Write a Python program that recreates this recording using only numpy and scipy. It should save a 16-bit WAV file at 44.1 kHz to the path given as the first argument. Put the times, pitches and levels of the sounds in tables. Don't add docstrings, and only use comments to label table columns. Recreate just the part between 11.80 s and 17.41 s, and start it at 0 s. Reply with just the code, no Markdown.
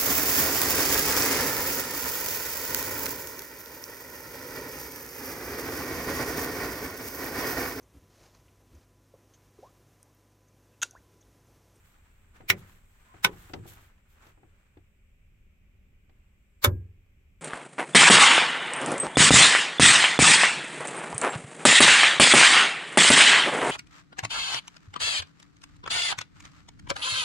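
import sys
import numpy as np
from scipy import signal
from scipy.fft import rfft, irfft, next_fast_len
from scipy.io import wavfile
from scipy.ndimage import map_coordinates

SR = 44100
rng = np.random.default_rng(int(sys.argv[2]) if len(sys.argv) > 2 else 0)


def output_pcm(signal):
    pcm = np.clip(np.atleast_2d(signal).T, -1, 1) * 32767
    wavfile.write(sys.argv[1], SR, np.round(pcm).astype(np.int16))


N = 247401


def amp(db):
    return 10 ** (np.asarray(db) / 20)


def unit(x):
    return x / np.sqrt(np.mean(x ** 2) + 1e-20)


def along(table, hz, column=1):
    columns = np.transpose(table)
    return np.interp(np.log(hz + 1), np.log(columns[0]), columns[column])


def wobble(rate):
    knots = rng.standard_normal(int(N * rate / SR) + 4)
    return map_coordinates(knots, [np.arange(N) * rate / SR])


def swell(s, half_s):
    return np.exp(-np.minimum(((np.arange(N) / SR - s) / half_s) ** 2, 50))


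def add(track, s, sound):
    part = track[:, round(s * SR):][:, :sound.shape[-1]]
    part += sound[..., :part.shape[-1]]


def filtered(x, response):
    size = x.shape[-1]
    padded = next_fast_len(size + SR // 4)
    return irfft(rfft(x, padded) * response(np.fft.rfftfreq(padded, 1 / SR)), padded)[..., :size]


def causal(gain):
    cepstrum = irfft(np.log(np.maximum(gain, 1e-6)))
    half = cepstrum.shape[-1] // 2
    cepstrum[..., 1:half] *= 2
    cepstrum[..., half + 1:] = 0
    return np.exp(rfft(cepstrum))


def evened(spectrum):
    bins = np.arange(spectrum.shape[-1])
    reach = bins // 8 + 10
    lo, hi = np.maximum(bins - reach, 0), np.minimum(bins + reach, len(bins))
    running_power = np.pad(np.cumsum(np.mean(abs(spectrum) ** 2, axis=0)), (1, 0))
    band_power = np.maximum(running_power[hi] - running_power[lo], 1e-12)
    return spectrum * causal(np.sqrt((hi - lo) / band_power))


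# frequency in Hz, left-right likeness (1 is mono, 0 is wide).
LIKENESS = [(100, 0.95), (250, 0.85), (500, .6), (1000, .1), (3000, 0)]

def stereo_noise(size):
    def mid_side_gains(hz):
        angle = np.arccos(np.clip(along(LIKENESS, hz), -1, 1)) / 2
        return np.array([np.cos(angle), np.sin(angle)])
    mid, side = filtered(rng.standard_normal((2, size)), mid_side_gains)
    return np.array([mid + side, mid - side])


def rush(colour):
    return unit(filtered(stereo_noise(N), lambda hz: amp(along(colour, hz))))


# frequency in Hz, relative level in dB.
RUMBLE_COLOUR = [(11, -31), (18, 0.5), (38, -2.5), (81, -3.5), (135, -15.5), (194, -16.5), (316, -29),
                 (343, -27), (500, -38), (650, -61.5), (1100, -120)]
HISS_COLOUR = [(240, -31), (400, -1), (489, -10.5), (562, -2.5), (676, -11.5), (742, -10), (964, -13.5),
               (1110, -10.5), (1760, -9), (2400, -1), (4240, -23), (7510, -20.5), (9040, -34.5),
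               (12700, -18.5), (16000, -26)]
# time in seconds, level in dB before the trim.
FIZZ_RIDE = [(0.0, -78), (0.31, -81), (1.85, -75), (2.11, -87), (2.42, -82), (3.94, -94), (4.85, -85),
             (5.19, -94), (5.6, -90)]

def cabin_bed():
    trim_db = 1.5
    fizz_db = np.interp(np.arange(N) / SR, *np.transpose(FIZZ_RIDE)) + trim_db
    fizz_colour = [(5500, -48), (6700, -12.5), (7400, -.5), (8200, 1.5), (8900, -12.5), (10500, -48.5)]
    fizz = amp(fizz_db) * rush(fizz_colour)
    rumble = amp(-60) * rush(RUMBLE_COLOUR) * amp(1.2 * wobble(2.9))
    hiss = amp(-74.3) * rush(HISS_COLOUR)
    return rumble + hiss + fizz


# moment of full speed, rise and fall, all in seconds, then strength in dB.
ARM_GESTURES = [(.22, .6, .3, -67.5), (.566, .014, .02, -56.5), (.895, .17, .06, -58.5),
                (1.33, .14, .12, -61.5), (1.62, .12, .12, -56), (1.9, .05, .11, -56),
                (2.455, .06, .04, -58), (2.77, .15, .15, -70), (4.38, .07, .16, -79)]

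def arm_rubbing():
    t = np.arange(N) / SR
    power = 0
    for s, rise, fall, db in ARM_GESTURES:
        from_peak = np.minimum(abs(t - s) / np.where(t < s, rise, fall), 20)
        power = power + (amp(db) / np.cosh(from_peak)) ** 2
    return np.sqrt(power)


# frequency in Hz, relative level in dB.
SLEEVE_COLOUR = [(200, -2), (450, -5.5), (700, -4), (900, -1.5), (1500, 1), (2200, -4), (3400, -11),
                 (5000, -19), (7500, -15), (10000, -27), (15500, -28)]
SKIN_COLOUR = [(1000, -14), (3300, 2), (5000, -5.5), (7500, 0), (10000, -7), (12500, 2), (15500, -4)]
# middle in seconds, half length in seconds, level in dB.
SKIN_STROKES = [(0.08, 0.07, -71), (.33, .2, -81), (0.794, 0.018, -61.5), (0.904, 0.074, -69.5),
                (1.14, 0.16, -76), (1.63, 0.11, -63), (1.886, 0.018, -52), (1.924, 0.034, -57.5),
                (2.03, 0.055, -68), (2.32, 0.035, -70), (2.47, 0.04, -74)]

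def rustle():
    rubbing = arm_rubbing()
    cloth = unit(rush(SLEEVE_COLOUR) * amp(1.8 * wobble(45) + 1.3 * wobble(300)))
    skin = unit(rush(SKIN_COLOUR) * amp(2.2 * wobble(900)))
    graze = amp(-17) * rubbing
    strokes = sum(amp(db) * swell(s, half_s) for s, half_s, db in SKIN_STROKES)
    return amp(-1.5) * rubbing * cloth + (graze + strokes) * skin


# frequency in Hz, time to fall 60 dB in seconds.
CABIN_DECAY = [(60, .65), (100, .55), (200, .33), (400, 0.22), (700, .145), (1400, .09), (3000, 0.067),
               (12000, 0.059)]
# frequency in Hz, level over the dry crack in dB before wet_db.
CABIN_SEND = [(100, 12), (400, 6), (900, -0.5), (2000, -5), (5000, -4), (14000, -8.5)]

def blow(body, crack_t60, wet_db, rise_s=0, size=18432):
    t, hz = np.arange(size) / SR, np.fft.rfftfreq(size, 1 / SR)
    noise = stereo_noise(size)
    attack = np.minimum((t + 1 / SR) / (rise_s + 1 / SR), 1)
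    crack = evened(rfft(noise[:, ::-1] * amp(-60 * t / crack_t60) * attack))
    band_hz, frame_s, bands = signal.stft(noise, SR, nperseg=256)
    decay = amp(-60 * frame_s / along(CABIN_DECAY, band_hz)[:, None])
    tail = signal.istft(bands * decay, SR, nperseg=256)[1][:, :size]
    build_up = 1 - np.exp(-(t / .004) ** 2)
    reverb = amp(along(CABIN_SEND, hz) + wet_db) * evened(rfft(tail * build_up))
    colour_db = np.array([along(body, hz, column=1), along(body, hz, column=2)])
    return irfft(evened(crack + reverb) * causal(amp(colour_db)))


def housing(modes, size=18432):
    t = np.arange(size) / SR
    sound = 0
    for (hz, left, right, t60), chance in zip(modes, rng.uniform(-.86, 1, (len(modes), 2, 1))):
        phase = np.pi * chance * (1 - np.clip(along(LIKENESS, hz), 0, 1))
        envelope = amp(np.array([[left], [right]]) - 60 * t / t60)
        sound = sound + envelope * np.sin(2 * np.pi * hz * t + phase)
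    return sound * (1 - np.exp(-t / .0003))


def softened(sound, cutoff_hz):
    hz = np.fft.rfftfreq(sound.shape[-1], 1 / SR)
    return irfft(rfft(sound) * causal(1 / (1 + (hz / cutoff_hz) ** 4)))


# frequency in Hz, left and right gain in dB.
PANEL_COLOUR = [(50, 1.5, -3.5), (98, 17, 15.5), (190, 3, 4.5), (252, 3.5, 2), (333, 10.5, 4.5),
                (600, -1.5, -1.5), (796, 7, 1.5), (1020, -5.5, -4.5), (2100, -7.5, -5), (3694, -7.5, -14.5),
                (6050, -12, -20), (9000, -27, -29.5), (15000, -31, -30.5)]
# pitch in Hz, left and right gain in dB, 60 dB decay in seconds.
PANEL_RING = [(95, -6, -6, .55), (306, 0, -2, .1), (355, 0, -3, .12), (450, -17, -13, 0.048),
              (820, -5, -7, .055)]
# start in seconds, force in dB, cutoff in Hz, ring gain in dB.
HAND_BUMPS = [(.604, -12, 2600, -52), (.9, -24, 130, -50), (1.340, -14, 2600, -74.5),
              (1.533, -16, 2400, -59), (1.575, -22, 130, -49), (1.697, -12, 1300, -57),
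              (1.7343, 2.5, 9000, -43), (1.853, -10, 1100, -54), (1.895, -20, 130, -45),
              (2.466, -21, 9000, -72), (2.574, -22, 1400, -66), (2.6305, -21, 2200, -58),
              (2.705, -28, 150, -54), (2.9705, -22, 4000, -49), (4.293, -27, 4500, -76)]

def bumps():
    track = np.zeros((2, N))
    for s, force_db, cutoff_hz, ring_db in HAND_BUMPS:
        knock = amp(force_db) * blow(PANEL_COLOUR, crack_t60=.03, wet_db=-3, rise_s=.004)
        add(knock, 0, amp(ring_db) * housing(PANEL_RING))
        add(track, s, softened(knock, cutoff_hz))
    return track


def tilted(sound, tilt_db):
    hz = np.fft.rfftfreq(sound.shape[-1], 1 / SR)
    octaves = np.log2(np.clip(hz, 200, 8000) / 1000)
    return irfft(rfft(sound) * causal(amp(tilt_db * octaves)))


def switch(contacts, body, modes, body_db, modes_db, crack_t60, wet_db):
    track = np.zeros((2, N))
    for s, force_db, tilt_db in contacts:
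        add(track, s, amp(force_db + body_db) * tilted(blow(body, crack_t60, wet_db), tilt_db))
    slam_s = max(contacts, key=lambda row: row[1])[0]
    add(track, slam_s, amp(modes_db) * housing(modes))
    return track


# start in seconds, force in dB, brightness in dB per octave.
FRONT_CLICKS = [(.6982, -13.5, -0.5), (.7009, -1.5, 0), (.7020, -6.5, 1)]
REAR_CLICKS = [(1.4443, -13.5, 0.87), (1.4467, 0, 0), (1.4478, -8, 0.32)]
# frequency in Hz, left and right gain in dB.
FRONT_COLOUR = [(40, -6, -6.5), (100, 17.5, 17.5), (182, 19, 18), (260, 2.5, 4), (375, 15, 12),
                (650, 9.5, 8), (980, 12, 4), (1500, 18, 14.5), (2220, 20, 27), (3400, 16, 9),
                (4600, 8.5, 4), (5600, 10.5, 8), (9500, 1, 2), (12000, 8, 5.5), (15500, 9.5, 4.5)]
REAR_COLOUR = [(40, 0, 0), (100, 10, 12), (180, 21, 21.5), (259, 8, 7), (380, 16, 16), (650, 12, 7),
               (1000, 21, 17.5), (1500, 16, 17.5), (2200, 16, 21.5), (3380, 18.5, 19.5), (4600, 9.5, 5.5),
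               (5550, 8, 8), (9600, 2, 3.5), (12200, 4, 7.5), (15500, 3, -1)]
# pitch in Hz, left and right gain in dB, 60 dB decay in seconds.
FRONT_RING = [(96, -41, -41, .55), (375, -36, -38, .2), (1500, -21, -22, .06), (1983, -13, -10, 0.02983),
              (2198, -18, -10, .035), (2335, -22, -12.5, 0.06), (2810, -23, -27.5, .05),
              (3130, -21, -23.5, .05), (3950, -17.5, -30.5, 0.044), (5600, -15, -20, .033),
              (7340, -19.5, -31.5, 0.025)]
REAR_RING = [(842, -21, -27, 0.0803), (1041.5, -18.5, -27.5, .07), (1501, -14, -14, .06),
             (2110, -22.5, -16.5, .035), (2240, -25, -13, 0.05), (3110, -20.5, -16, 0.035),
             (3610, -13, -20, .045), (5480, -14.5, -18, .033), (11800, -28, -18.5, .02)]

def rockers():
    front = switch(FRONT_CLICKS, FRONT_COLOUR, FRONT_RING,
                   body_db=-1.2, modes_db=0, crack_t60=.012, wet_db=-1)
    rear = switch(REAR_CLICKS, REAR_COLOUR, REAR_RING,
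                  body_db=-1.5, modes_db=-.5, crack_t60=.014, wet_db=-2)
    front_noise = rush([(500, -25), (1900, -6), (2300, 11), (2700, -5), (3700, -5), (6000, -11),
                        (10000, -16), (14000, -8)])
    rear_noise = rush([(400, -20), (1500, 5), (2500, -3), (5500, -7), (10000, -12), (14000, -9)])
    front_swell = amp(-27) * swell(.698, half_s=.01) * front_noise
    rear_swell = amp(-34) * swell(1.444, half_s=.01) * rear_noise
    return front + rear + front_swell + rear_swell


def squeak():
    pitch_hz, half_width_hz = 1039, 30
    tone = unit(filtered(stereo_noise(N), lambda hz: 1 / (1 + ((hz - pitch_hz) / half_width_hz) ** 2)))
    return amp(-63) * swell(1.33, half_s=.05) * tone


def ring(modes, peak_s, rise_s):
    t = np.arange(N) / SR - peak_s
    attack = np.exp(-(np.minimum(t, 0) / rise_s) ** 2)
    age = np.maximum(t, 0)
    return attack * sum(amp(db - 60 * age / t60) * np.sin(2 * np.pi * hz * t) for hz, db, t60 in modes)


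# start in seconds, force in dB, brightness in dB per octave.
KNOB_CLICKS = [(4.8398, -19.5, 1), (4.8420, -8.5, 0.84), (4.8457, -3, 0.97), (4.8474, -7.5, -2.3)]
# frequency in Hz, left and right gain in dB.
KNOB_COLOUR = [(30, 19, 16), (177, 17, 24), (261.6, 21, 16), (369.4, 24, 22.2), (720, 8, 12),
               (1050, 21.6, 20), (1510, 22, 25), (2200, 9.1, 19), (3400, 13, 11), (4600, 12, 8.2),
               (7200, 13, 8), (9200, 2, 2.3), (12000, 17, 14), (15500, 7.8, 4)]
# pitch in Hz, left and right gain in dB, 60 dB decay in seconds.
KNOB_RING = [(363.7, -31.5, -30.5, 0.26), (510, -32, -31, .2), (573, -23, -24, 0.14),
             (1060, -22, -28, 0.054), (1281, -23, -9, 0.04), (1420, -25, -23, .05), (1616, -22, -18, .055),
             (2232, -26, -18, 0.06), (3580, -13, -14, .055), (11300, -22.5, -14, 0.019)]
# pitch in Hz, level in dB, 60 dB decay in seconds.
SPRING_PING = [(1628, -55, .43), (6643, -71, .25), (7225, -70, .35), (8650, -76, .4), (12930, -55, .3)]
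DASH_BOOM = [(92.1, -21.5, 0.48), (110.3, -26, 0.38), (69.5, -31, 0.57), (130, -30, .17), (35, -42, .4)]

def headlight_knob():
    slide_noise = rush([(300, -19.5), (1200, 5), (2800, -7), (4400, 3), (5500, -6), (7500, -3.5),
                        (9500, -17), (13000, -4)])
    slide = amp(-33) * swell(4.838, half_s=.011) * slide_noise
    clack = switch(KNOB_CLICKS, KNOB_COLOUR, KNOB_RING,
                   body_db=-.5, modes_db=1, crack_t60=.011, wet_db=0)
    end_stop_s = KNOB_CLICKS[-1][0]
    spring = ring(SPRING_PING, peak_s=end_stop_s, rise_s=.001)
    boom = ring(DASH_BOOM, peak_s=4.884, rise_s=.023)
    return slide + clack + spring + boom


def scene():
    return rockers() + headlight_knob() + bumps() + rustle() + cabin_bed() + squeak()


def record(dry):
    top_hz = 16100
    clipped = np.clip(dry, -1, 1)
    return filtered(clipped, lambda hz: 1 / (1 + (hz / top_hz) ** 120))


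dry = scene()
out = record(dry)
output_pcm(out)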